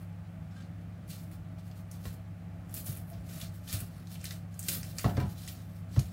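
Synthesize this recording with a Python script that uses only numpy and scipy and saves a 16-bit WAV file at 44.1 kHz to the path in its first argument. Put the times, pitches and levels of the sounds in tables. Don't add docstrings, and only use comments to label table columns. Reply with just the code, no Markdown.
import sys
import numpy as np
from scipy import signal
from scipy.fft import rfft, irfft, next_fast_len
from scipy.io import wavfile

SR = 44100
rng = np.random.default_rng(int(sys.argv[2]) if len(sys.argv) > 2 else 0)


def transcribe(u):
    v = np.clip(np.atleast_2d(u).T, -1, 1)
    q = np.round(v * 32767).astype(np.int16)
    wavfile.write(sys.argv[1], SR, q)


def field_ratio(decibels):
    return 10 ** (np.asarray(decibels, dtype=float) / 20)


N = 269892

# [f/Hz, level/dB rms, waver/dB]
COMPRESSOR_LINES = [(100.07, -45.3, .5), (171.1, -48.2, .2), (230.5, -67, 3)]
# [f/Hz, level/dB per Hz]
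VENT_SPECTRUM = [(25, 2.5), (45, 2), (85, -1), (118, -1), (150, 0.5), (190, -3.5), (213, -12.5), (245, -9),
                 (340, -16.5), (360, -24.5), (400, -23.5), (640, -16.5), (960, -29), (1200, -25.5),
                 (2300, -30.5), (4000, -43.5), (9000, -46), (15500, -47)]
VENT_DB = -46
# [f/Hz, T60/s, level/dB rms]
DUCT_MODES = [(78, .5, -55.5), (156.8, 0.67, -55), (196, .5, -62.5), (320, 0.11, -72.5), (644, 0.46, -69),
              (751, 0.19, -72.5), (846, 0.17, -73), (1147, 0.029, -76.5), (1270, 0.056, -89),
              (2160, 0.052, -109), (3030, 0.16, -91)]
KITCHEN_T60_S, WALL_CUT_HZ = 0.21, 1300
BASIN_T60_S, BASIN_DB = 0.04, -5

# [t/s, peak level/dB, main f/Hz, T60/s]
SINK_THUMPS = [(.5, -45, 70, 0.13), (1.119, -44, 78, 0.17), (1.331, -55, 84, 0.13),
               (3.171, -37, 74.8, 0.27), (3.26, -42, 88, 0.18), (4.191, -42, 65, .2), (4.93, -39, 70, 0.11),
               (3.05, -47, 69, .2), (1.06, -53, 233, .2), (2.061, -27, 87, 0.044), (2.777, -53, 114, 0.062),
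               (2.883, -30.5, 131.5, 0.085), (3.424, -36.5, 199, 0.05), (3.48, -38, 110, .06),
               (3.16, -37, 110, .05), (2.903, -35, 140, 0.043), (2.3, -44, 100, .1),
               (3.731, -29, 102, 0.11), (3.812, -33.5, 107, 0.066), (5.0448, -15.5, 125, 0.04),
               (5.063, -24, 140, 0.035), (5.08, -33, 100, .15), (5.143, -27.5, 105, 0.07),
               (5.175, -17.5, 145, 0.033), (5.197, -30.5, 121.5, 0.21), (5.218, -23, 122, 0.087),
               (5.239, -25, 85.6, 0.08), (5.259, -30, 94, 0.066), (5.9706, -13, 127, 0.055),
               (5.992, -36, 92.5, 0.057), (6.016, -26.5, 97, 0.042)]
# [f/Hz, level/dB, ring length ratio]
BASIN_MODES = [(81.8, -6, 1.73), (195, -6, 1.34), (240, -7, 0.49), (324.4, -9, 1.7)]
# [t/s, peak level/dB, f/Hz, T60/s]
PANEL_RINGS = [(3.112, -48.5, 670, 0.18), (3.74, -49.5, 630, 0.15), (5.043, -35, 1133, 0.045),
               (5.06, -33, 740, 0.08), (5.046, -38, 505, 0.05), (0.56, -56, 1600, 0.17),
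               (5.064, -42, 240, 0.1), (5.045, -39, 1300, .05), (5.172, -42, 1350, .05),
               (5.046, -28, 165, .12), (5.19, -32, 160, .1), (2.77, -52, 330, .1), (5.975, -40, 300, .05),
               (5.18, -35.5, 305, 0.082), (4.308, -49, 2000, 0.05), (3.345, -52, 640, .07),
               (3.372, -52, 660, 0.063), (3.425, -51, 670, 0.088), (5.964, -44.5, 620, .07),
               (5.968, -46, 393, 0.053), (5.992, -47, 700, .06), (5.044, -40, 1900, .04),
               (4.69, -51, 560, .12), (5.074, -40.5, 830, 0.093), (5.097, -39, 710, 0.074),
               (5.172, -44, 1600, 0.071), (5.174, -44, 2100, 0.044), (5.186, -42, 730, 0.22),
               (5.203, -44, 1000, 0.12), (5.2, -43, 1900, 0.043), (5.225, -49, 980, 0.1),
               (5.25, -47.5, 850, 0.11), (1.27, -53, 310, 0.28)]
# [t/s, peak level/dB, top re body/dB, rattle T60/s, wall ring level/dB]
CONTACT_KNOCKS = [(2.0547, -34, -5, 0.085, -5.5), (2.768, -44, 6, 0.12, -22),
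                  (2.869, -46, -0.5, 0.97, -18.5), (3.13, -52, 1.5, 0.73, -4), (3.291, -43, -2, 0.14, -17),
                  (3.418, -47, -6, 0.13, -10), (3.74, -40, -16, 0.37, -12), (3.819, -40.5, -13, 0.15, -12),
                  (4.684, -39.5, 16.5, 0.17, -23), (4.75, -43, -15, 0.17, -18),
                  (5.044, -20.5, -12.5, 0.35, -6), (5.061, -18.5, -35, 0.047, -22),
                  (5.095, -30.5, -11, 0.24, -9), (5.169, -29.5, -4.5, 0.14, -12),
                  (5.177, -23.5, -18, 0.087, -26), (5.201, -33, -13, 0.19, -16),
                  (5.225, -33, -11, 0.28, -10.5), (5.254, -42, -9, 0.3, -9), (5.963, -30, -10, 0.19, -8),
                  (5.974, -48, -16, 0.088, -3.5), (5.992, -37.5, 9.5, 0.062, -14)]
# [f/Hz, level/dB per Hz]
RATTLE_SPECTRUM = [(300, -23), (480, 0), (700, 6.5), (900, -6), (1150, -6), (1500, -9), (4000, -43)]
# [f/Hz, level/dB, T60/s]
WALL_MODES = [(511, -9, 0.073), (704, -37, 0.035), (641, -8, 0.063), (1080, -12.5, 0.087),
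              (1076, -17, 0.053), (1335, -7.5, 0.051), (1730, -15.5, 0.081), (1923, -7, 0.042),
              (2715, -16.5, 0.041)]
HOLLOW_DB, HOLLOW_TRADE = -11.5, 0.6

# [t/s, crisp level/dB, hold/s, papery re crisp/dB, fleshy scrape re crisp/dB]
SKIN_RIPS = [(.51, -74.5, .06, 6, 13), (1.098, -45.5, 0.24, -8, -21), (1.322, -57, 0.018, -6.5, -9),
             (1.584, -64.5, .01, 1, -11), (2.046, -48, 0.023, -4.5, -5.5), (2.864, -37, .12, -14.5, -17.5),
             (2.99, -67, 0.018, -9, -8), (3.08, -63, .005, -18, -14), (3.44, -62, 0.025, 3, 2),
             (3.688, -45, 0.045, -4, -4), (3.8, -45, 0.0073, -12, -17), (4.314, -46, 0.02, -4.5, -13),
             (4.735, -31, 0.011, -9.5, -19), (5.55, -60.5, 0.086, 2, -18), (5.8, -71, .07, -6, -3),
             (6.002, -50.5, 0.071, -3, -17), (6.108, -61, .01, 1, 3)]
SKIN_SPLITS = [(1.914, -57, .11, -10, -18), (2.7415, -37, .065, -15, -28), (4.2422, -44.5, .065, -3.5, -25),
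               (4.684, -28.5, .055, -11.5, -24.5), (4.984, -38.5, .34, -8.5, -10),
               (5.478, -43, .04, -9.5, -32), (1.077, -58, .02, -8, -20), (4.236, -53, .006, -4, -20),
               (3.677, -50, .01, -1, -7), (3.7282, -36, .012, -5.5, -15), (2.8455, -44, .012, -16, -22),
               (2.763, -39, .02, -14, -25), (3.4135, -48, .012, -2, -8), (1.092, -53, .06, 2, -22)]
GLOVE_RUBS = [(0.001, -62, 0.028, -10, 0), (.324, -79, .005, -6, 14), (.57, -74, 0.05, 15, 17),
              (.806, -75, .005, 3, 7), (1.678, -60, .005, -6, -18), (1.776, -57.5, 0.0053, -7, -22),
              (2.09, -56, 0.047, -8, -24), (2.6, -73.5, .02, -3, 12), (2.72, -56.5, .01, -8, -11),
              (3.108, -53, 0.0055, -13.5, -12), (3.18, -65, 0.014, -6, -4), (3.318, -47, 0.1, -6.5, -6.5),
              (4.535, -62, .03, -5.5, -20), (4.68, -38, .003, -8, -20), (3.285, -55, .01, -3, -8),
              (2.03, -58, .005, -6, -16), (4.978, -50, .003, -5, -14), (1.935, -58, .02, -3, -20),
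              (3.7, -50, 0.016, -5, -12), (3.77, -45, 0.018, -8, -15), (3.722, -42, 0.0046, -1, -7),
              (1.135, -59, 0.029, 1.5, -12), (3.552, -54.5, 0.007, -7, -15), (3.87, -63, 0.13, -3, -1.5),
              (4.116, -48.5, 0.021, -5, -29), (4.2, -59.5, .03, 3, -17), (4.6, -54.5, .06, -3, -15),
              (4.84, -51.5, 0.07, -4, -18), (5.2, -50.5, 0.0032, 0.5, 10), (5.308, -50, 0.0045, -6, -15),
              (5.39, -51.5, 0.09, -1.5, -16), (5.62, -64.5, 0.1, -8, -18), (5.758, -61, 0.018, -5.5, -16),
              (5.945, -54.5, 0.048, 0, -14)]
# [rise/dB per s, sag while held/dB per s, release/dB per s]
RIP_SLOPES = (1500, 100, 230)
SPLIT_SLOPES = (9000, 100, 230)
RUB_SLOPES = (271, -9, 233)
# [fleshy level/dB, papery level/dB, dry level/dB, crisp level/dB]
RESTING_FLOOR_DB = (-67.5, -73.5, -97, -95)
DRY_SHARE, DRY_DB = 0.71, 1.5
RUB_SHARE = 0.49
# [f/Hz, level/dB]
CUPPED_HANDS = [(950, -14), (1300, 0), (2500, 0), (4400, 5.5), (5900, 2), (8600, 1.5), (10200, 2),
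                (12300, 4), (15600, 1)]
# [f/Hz, level/dB, T60/s]
BLADE_MODES = [(5540, -19, .08), (6570, -20, .07), (8310, -20, .08), (11320, -22, .05)]
# [t/s, peak level/dB, centre f/Hz, body re peak/dB]
OUTER_TEARS = [(1.0803, -49, 13700, -11), (1.0983, -51, 12600, -7), (1.3142, -41.5, 10800, -8),
               (2.6943, -43, 7300, -11), (2.7118, -39, 12100, -22), (2.741, -20.5, 11700, -27),
               (2.7465, -30, 12300, -30), (2.7515, -28, 14500, -30), (2.7765, -30, 9000, -22),
               (4.3242, -33, 9500, -20), (4.2655, -35, 7000, -15), (2.765, -27, 12100, -33),
               (2.8454, -30, 13900, -27), (2.861, -27, 10750, -29), (2.965, -35.5, 11400, -9),
               (2.972, -27, 12900, -21), (3.1, -35.5, 13900, -20), (3.29, -45, 9300, -15),
               (3.401, -31, 11900, -9), (3.7277, -16, 12300, -16), (4.2423, -24.5, 9350, -10),
               (4.5423, -41, 7340, -23), (4.5925, -20, 9100, -49), (4.6284, -27, 8207, -27),
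               (4.638, -29, 9100, -27), (4.6847, -13.5, 9800, -15), (4.688, -18, 9000, -14),
               (4.692, -20, 9500, -18), (4.712, -25, 9000, -20), (4.738, -24, 11000, -25),
               (5.2994, -43, 13300, -14), (5.477, -27, 7240, -8.5), (5.994, -24, 7100, -16),
               (2.8558, -29, 13900, -30), (3.7495, -28, 11500, -20), (3.7455, -30, 11000, -20),
               (3.7355, -27, 11500, -18), (3.767, -33, 9500, -20), (2.8652, -29, 11000, -28),
               (2.88, -29, 12500, -25), (3.7205, -31, 9000, -15), (3.7895, -28, 11500, -25),
               (3.8035, -23, 11500, -16), (4.6157, -36, 9500, -30)]
# [t/s, peak level/dB, centre f/Hz, body re peak/dB, crisp top re peak/dB]
INNER_NICKS = [(1.714, -42.5, 3400, -19, -12), (1.914, -34, 6800, -22, -23),
               (2.0395, -43, 3700, -16, -17.5), (2.0532, -44, 3360, 1, -12), (3.413, -26, 4100, -18, -12),
               (3.4235, -33, 4500, -15, -6), (3.6755, -37, 3620, -25, -9), (3.688, -31, 4530, -21, -8),
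               (3.6965, -31, 5000, -15, -8), (3.7065, -31, 6000, -12, -6), (3.753, -31, 4300, -12, -10),
               (1.913, -35, 13500, -30, -2), (4.0715, -39, 4530, -19, -8), (4.156, -36.5, 3120, -16, -13),
               (4.2125, -36, 6160, -11, -10), (4.254, -23, 4160, -17, -4), (4.29, -39, 4500, -15, -5),
               (4.308, -26, 3950, -8.5, -5), (4.8305, -27, 5800, -10, -6), (4.9843, -18, 5140, -14, -17),
               (4.993, -38, 5170, 6.5, -14), (5.169, -44, 3040, 0, -18), (5.4836, -27, 4020, -32, -15),
               (5.963, -47, 4470, -4, 9)]
TEAR_T60_S, TEAR_TOP_DB, NICK_T60_S = 0.19, -16, 0.21


def rms_one(x):
    return x / np.sqrt(np.mean(x ** 2) + 1e-20)


def colour(x, points):
    hz, db = np.transpose(points)
    grid = np.maximum(np.fft.rfftfreq(len(x), 1 / SR), 1)
    gain = field_ratio(np.interp(np.log(grid), np.log(hz), db))
    return irfft(rfft(x) * gain, len(x))


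def band(x, low_hz, high_hz):
    edges = [low_hz, min(high_hz, SR / 2.3)]
    return rms_one(signal.sosfilt(signal.butter(2, edges, "band", fs=SR, output="sos"), x))


def drift(rate):
    r = np.exp(-80 * np.pi * rate / SR)
    chance = rng.standard_normal(N // 40 + 2002)
    slow = signal.lfilter([1], [1, -2 * r, r * r], chance)[2000:]
    return np.interp(np.arange(N) / 40, np.arange(len(slow)), rms_one(slow))


def ring(clicks, hz, t60):
    r = field_ratio(-60 / (max(t60, 1e-4) * SR))
    w = 2 * np.pi * min(hz, SR / 2.2) / SR
    return signal.lfilter([0, np.sin(w)], [1, -2 * r * np.cos(w), r * r], clicks + 1e-18)


def add(out, s, x):
    i = round(s * SR)
    out[i:i + len(x)] += x[:N - i]


def background():
    t = np.arange(N) / SR
    lines = np.zeros(N)
    for hz, db, waver_db in COMPRESSOR_LINES:
        level = np.sqrt(2) * field_ratio(db + waver_db * drift(2.8))
        lines += level * np.sin(2 * np.pi * hz * t + 0.092 * drift(2.9))
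    air = rms_one(colour(rng.standard_normal(N), VENT_SPECTRUM))
    gusty = signal.sosfilt(signal.butter(1, 900, fs=SR, output="sos"), air)
    gusts = (field_ratio(1.35 * drift(4.5)) - 1) * gusty
    duct = np.zeros(N)
    for hz, t60, db in DUCT_MODES:
        duct += field_ratio(db) * rms_one(ring(rng.standard_normal(N), hz, t60))
    return lines + duct + field_ratio(VENT_DB) * (air + gusts)


def kitchen(x):
    size = next_fast_len(N + SR)
    w = 2 * np.pi * np.fft.rfftfreq(size)
    dull = 1 / np.sqrt(1 + (w * SR / (2 * np.pi * WALL_CUT_HZ)) ** 2)
    walls = 0
    for k, lag_s in enumerate(rng.uniform(0.006, 0.033, 10)):
        loss = field_ratio(-60 * lag_s / KITCHEN_T60_S) * dull ** (lag_s / 0.074)
        lap = loss * np.exp(-1j * w * lag_s * SR)
        walls = walls + (-1) ** k * lap / (1 - lap)
    return irfft(rfft(x, size) * walls, size)[:N]


def basin(x):
    t = np.arange(round(0.2 * SR)) / SR
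    places = field_ratio(5.2 * np.array([drift(5.0) for _ in range(4)]))
    places /= np.sqrt(np.sum(places ** 2, axis=0))
    echoes = rng.standard_normal((4, len(t))) * field_ratio(-60 * t / BASIN_T60_S) * (t > 0.0015)
    out = np.zeros(N)
    for share, echo in zip(places, echoes):
        out += signal.fftconvolve(x * share, echo / np.sqrt(np.sum(echo ** 2)))[:N]
    return field_ratio(BASIN_DB) * out


def thumps():
    out, t = np.zeros(N), np.arange(round(0.4 * SR)) / SR
    push = np.sin(np.pi * np.minimum(t / 0.0044, 1)) ** 2
    for s, db, hz, t60 in SINK_THUMPS:
        swell = ring(ring(push, hz, t60), hz, 0.34 * t60)
        others = sum(field_ratio(g) * ring(push / push.sum(), f, k * t60) for f, g, k in BASIN_MODES)
        add(out, s, -field_ratio(db) * (swell / np.max(np.abs(swell)) + others))
    return signal.sosfilt(signal.butter(2, 42, "high", fs=SR, output="sos"), out)


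def panels():
    out = np.zeros(N)
    click = 1. * (np.arange(round(0.4 * SR)) == 0)
    for s, db, hz, t60 in PANEL_RINGS:
        swell = ring(ring(click, hz, t60), hz, 0.13 * t60)
        add(out, s, field_ratio(db) * swell / np.max(np.abs(swell)))
    return out


def knocks():
    out, t = np.zeros(N), np.arange(round(0.4 * SR)) / SR
    chance = rng.standard_normal((len(CONTACT_KNOCKS), 3, len(t)))
    uneven_db = rng.normal(0, 0.28, (len(CONTACT_KNOCKS), len(WALL_MODES)))
    click = 1. * (t == 0)
    onset = np.minimum(t / 0.00047, 1)
    for knock, (dull, bright, deep), luck in zip(CONTACT_KNOCKS, chance, uneven_db):
        s, db, top_db, t60, ring_db = knock
        fall_db = -60 * t / max(t60, 0.01)
        rattle = field_ratio(fall_db - 15.5) * rms_one(colour(dull, RATTLE_SPECTRUM))
        hollow = field_ratio(fall_db + HOLLOW_DB - HOLLOW_TRADE * ring_db - 3.5) * band(deep, 113, 290)
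        scuff = field_ratio(2.45 * fall_db + top_db - 9.5) * band(bright, 2000, 5550)
        modes = np.zeros(len(t))
        for (hz, g, ring_s), d in zip(WALL_MODES, luck):
            modes += field_ratio(g + d + ring_db) * ring(click, hz, ring_s)
        add(out, s, field_ratio(db) * (onset * (rattle + hollow + scuff) + modes))
    return out


def all_snaps():
    tears = [(s, db, hz, body, TEAR_T60_S, TEAR_TOP_DB) for s, db, hz, body in OUTER_TEARS]
    nicks = [(s, db, hz, body, NICK_T60_S, top) for s, db, hz, body, top in INNER_NICKS]
    return tears + nicks


def handling():
    t = np.arange(0, N + 64, 64) / SR
    power = field_ratio(np.array(RESTING_FLOOR_DB))[:, None] ** 2 + 0 * t
    strokes = ((SKIN_RIPS, RIP_SLOPES), (SKIN_SPLITS, SPLIT_SLOPES), (GLOVE_RUBS, RUB_SLOPES))
    for rows, (rise, sag, release) in strokes:
        for s, db, hold, paper_db, flesh_db in rows:
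            since, hold = t - s, max(hold, 0)
            shape = rise * np.minimum(since, 0) - sag * np.clip(since, 0, hold)
            shape -= release * np.maximum(since - hold, 0)
            tint = np.array([flesh_db, paper_db, DRY_DB + DRY_SHARE * paper_db, 0])
            power += field_ratio(db + tint[:, None] + shape) ** 2
    return [np.interp(np.arange(N) / SR, t, 10 * np.log10(p)) for p in power]


def dips_before_tears():
    t, db = np.arange(N) / SR, np.zeros(N)
    for s, peak_db, *_ in all_snaps():
        near = slice(round((s - 0.02) * SR), round(s * SR))
        strength = np.clip((peak_db + 46) / 16, 0, 1)
        db[near] = -4 * strength * (1 - (s - t[near]) / 0.02)
    return db


def rustle(patch_db=1.5, cycles=7.0):
    zones = handling()
    sizes = field_ratio(2.6 * np.minimum(rng.exponential(1, N), 4)) * rng.choice([-1, 1], N)
    happens = rng.random(N) < 22000 / SR
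    cracks = sizes * happens * field_ratio(0.8 * drift(40.0) + dips_before_tears())
    rubbing = rng.standard_normal((2, N))
    clumps = field_ratio(2.0 * drift(130.0))
    dealt = rng.integers(0, 22, N)
    out = np.zeros(N)
    for k, hz in enumerate(np.geomspace(1300, 15400, 22)):
        place = np.interp(np.log(hz), np.log([2000, 4600, 8000, 12500]), [0, 1, 2, 3])
        low = min(int(place), 2)
        db = zones[low] + (place - low) * (zones[low + 1] - zones[low])
        drive = clumps * (cracks * (dealt == k) + RUB_SHARE * rubbing[k % 2])
        flake = ring(ring(drive, hz, cycles / hz), hz, cycles / hz)
        out += field_ratio(db - 12.0 + patch_db * drift(15.4)) * rms_one(flake)
    return out


def blade(skin, coupling_db=-34):
    hard = field_ratio(coupling_db) * skin
    for s, db, *_ in all_snaps():
        hard[round(s * SR)] += field_ratio(db - 6 + min(db + 10.5, 0))
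    return sum(field_ratio(db) * ring(hard, hz, t60) for hz, db, t60 in BLADE_MODES)


def snaps():
    out, t = np.zeros(N), np.arange(round(0.15 * SR)) / SR
    chance = rng.standard_normal((len(all_snaps()), len(t)))
    chance[:, 0] = 3.3
    for (s, db, hz, body_db, t60, top_db), split in zip(all_snaps(), chance):
        dying = np.exp(-t / 0.003) + field_ratio(-11 - 60 * t / max(t60, 0.01))
        burst = split * dying
        tear = field_ratio(-3.5) * band(burst, 0.7 * hz, 1.51 * hz)
        tear += field_ratio(top_db - 19) * band(burst, 11000, 17000)
        tear += field_ratio(body_db + 1) * band(burst, 1450, 3200)
        tear += field_ratio(-8) * rms_one(ring(burst, hz, 12 / hz))
        add(out, s, field_ratio(db - 12.0) * np.sqrt(np.mean(dying ** 2)) * tear)
    return out


def scene():
    skin = rustle()
    sink = thumps() + knocks() + panels()
    rub = colour(skin, CUPPED_HANDS) + blade(skin)
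    tears = snaps()
    room = kitchen(field_ratio(-16) * (rub + tears) + field_ratio(-15.5) * sink)
    close = basin(rub + field_ratio(-6) * tears)
    return (field_ratio(-2.0) * (rub + close) + tears + sink + room + background())[None]


def low_pass(x):
    return signal.sosfilt(signal.butter(12, 16690, fs=SR, output="sos"), x)


def record(dry):
    thin = signal.sosfilt(signal.butter(4, 62, "high", fs=SR, output="sos"), dry)
    cut = signal.sosfilt(signal.ellip(10, 1, 45, 15800, fs=SR, output="sos"), thin)
    return low_pass(cut)


dry = scene()
out = record(dry)
transcribe(out)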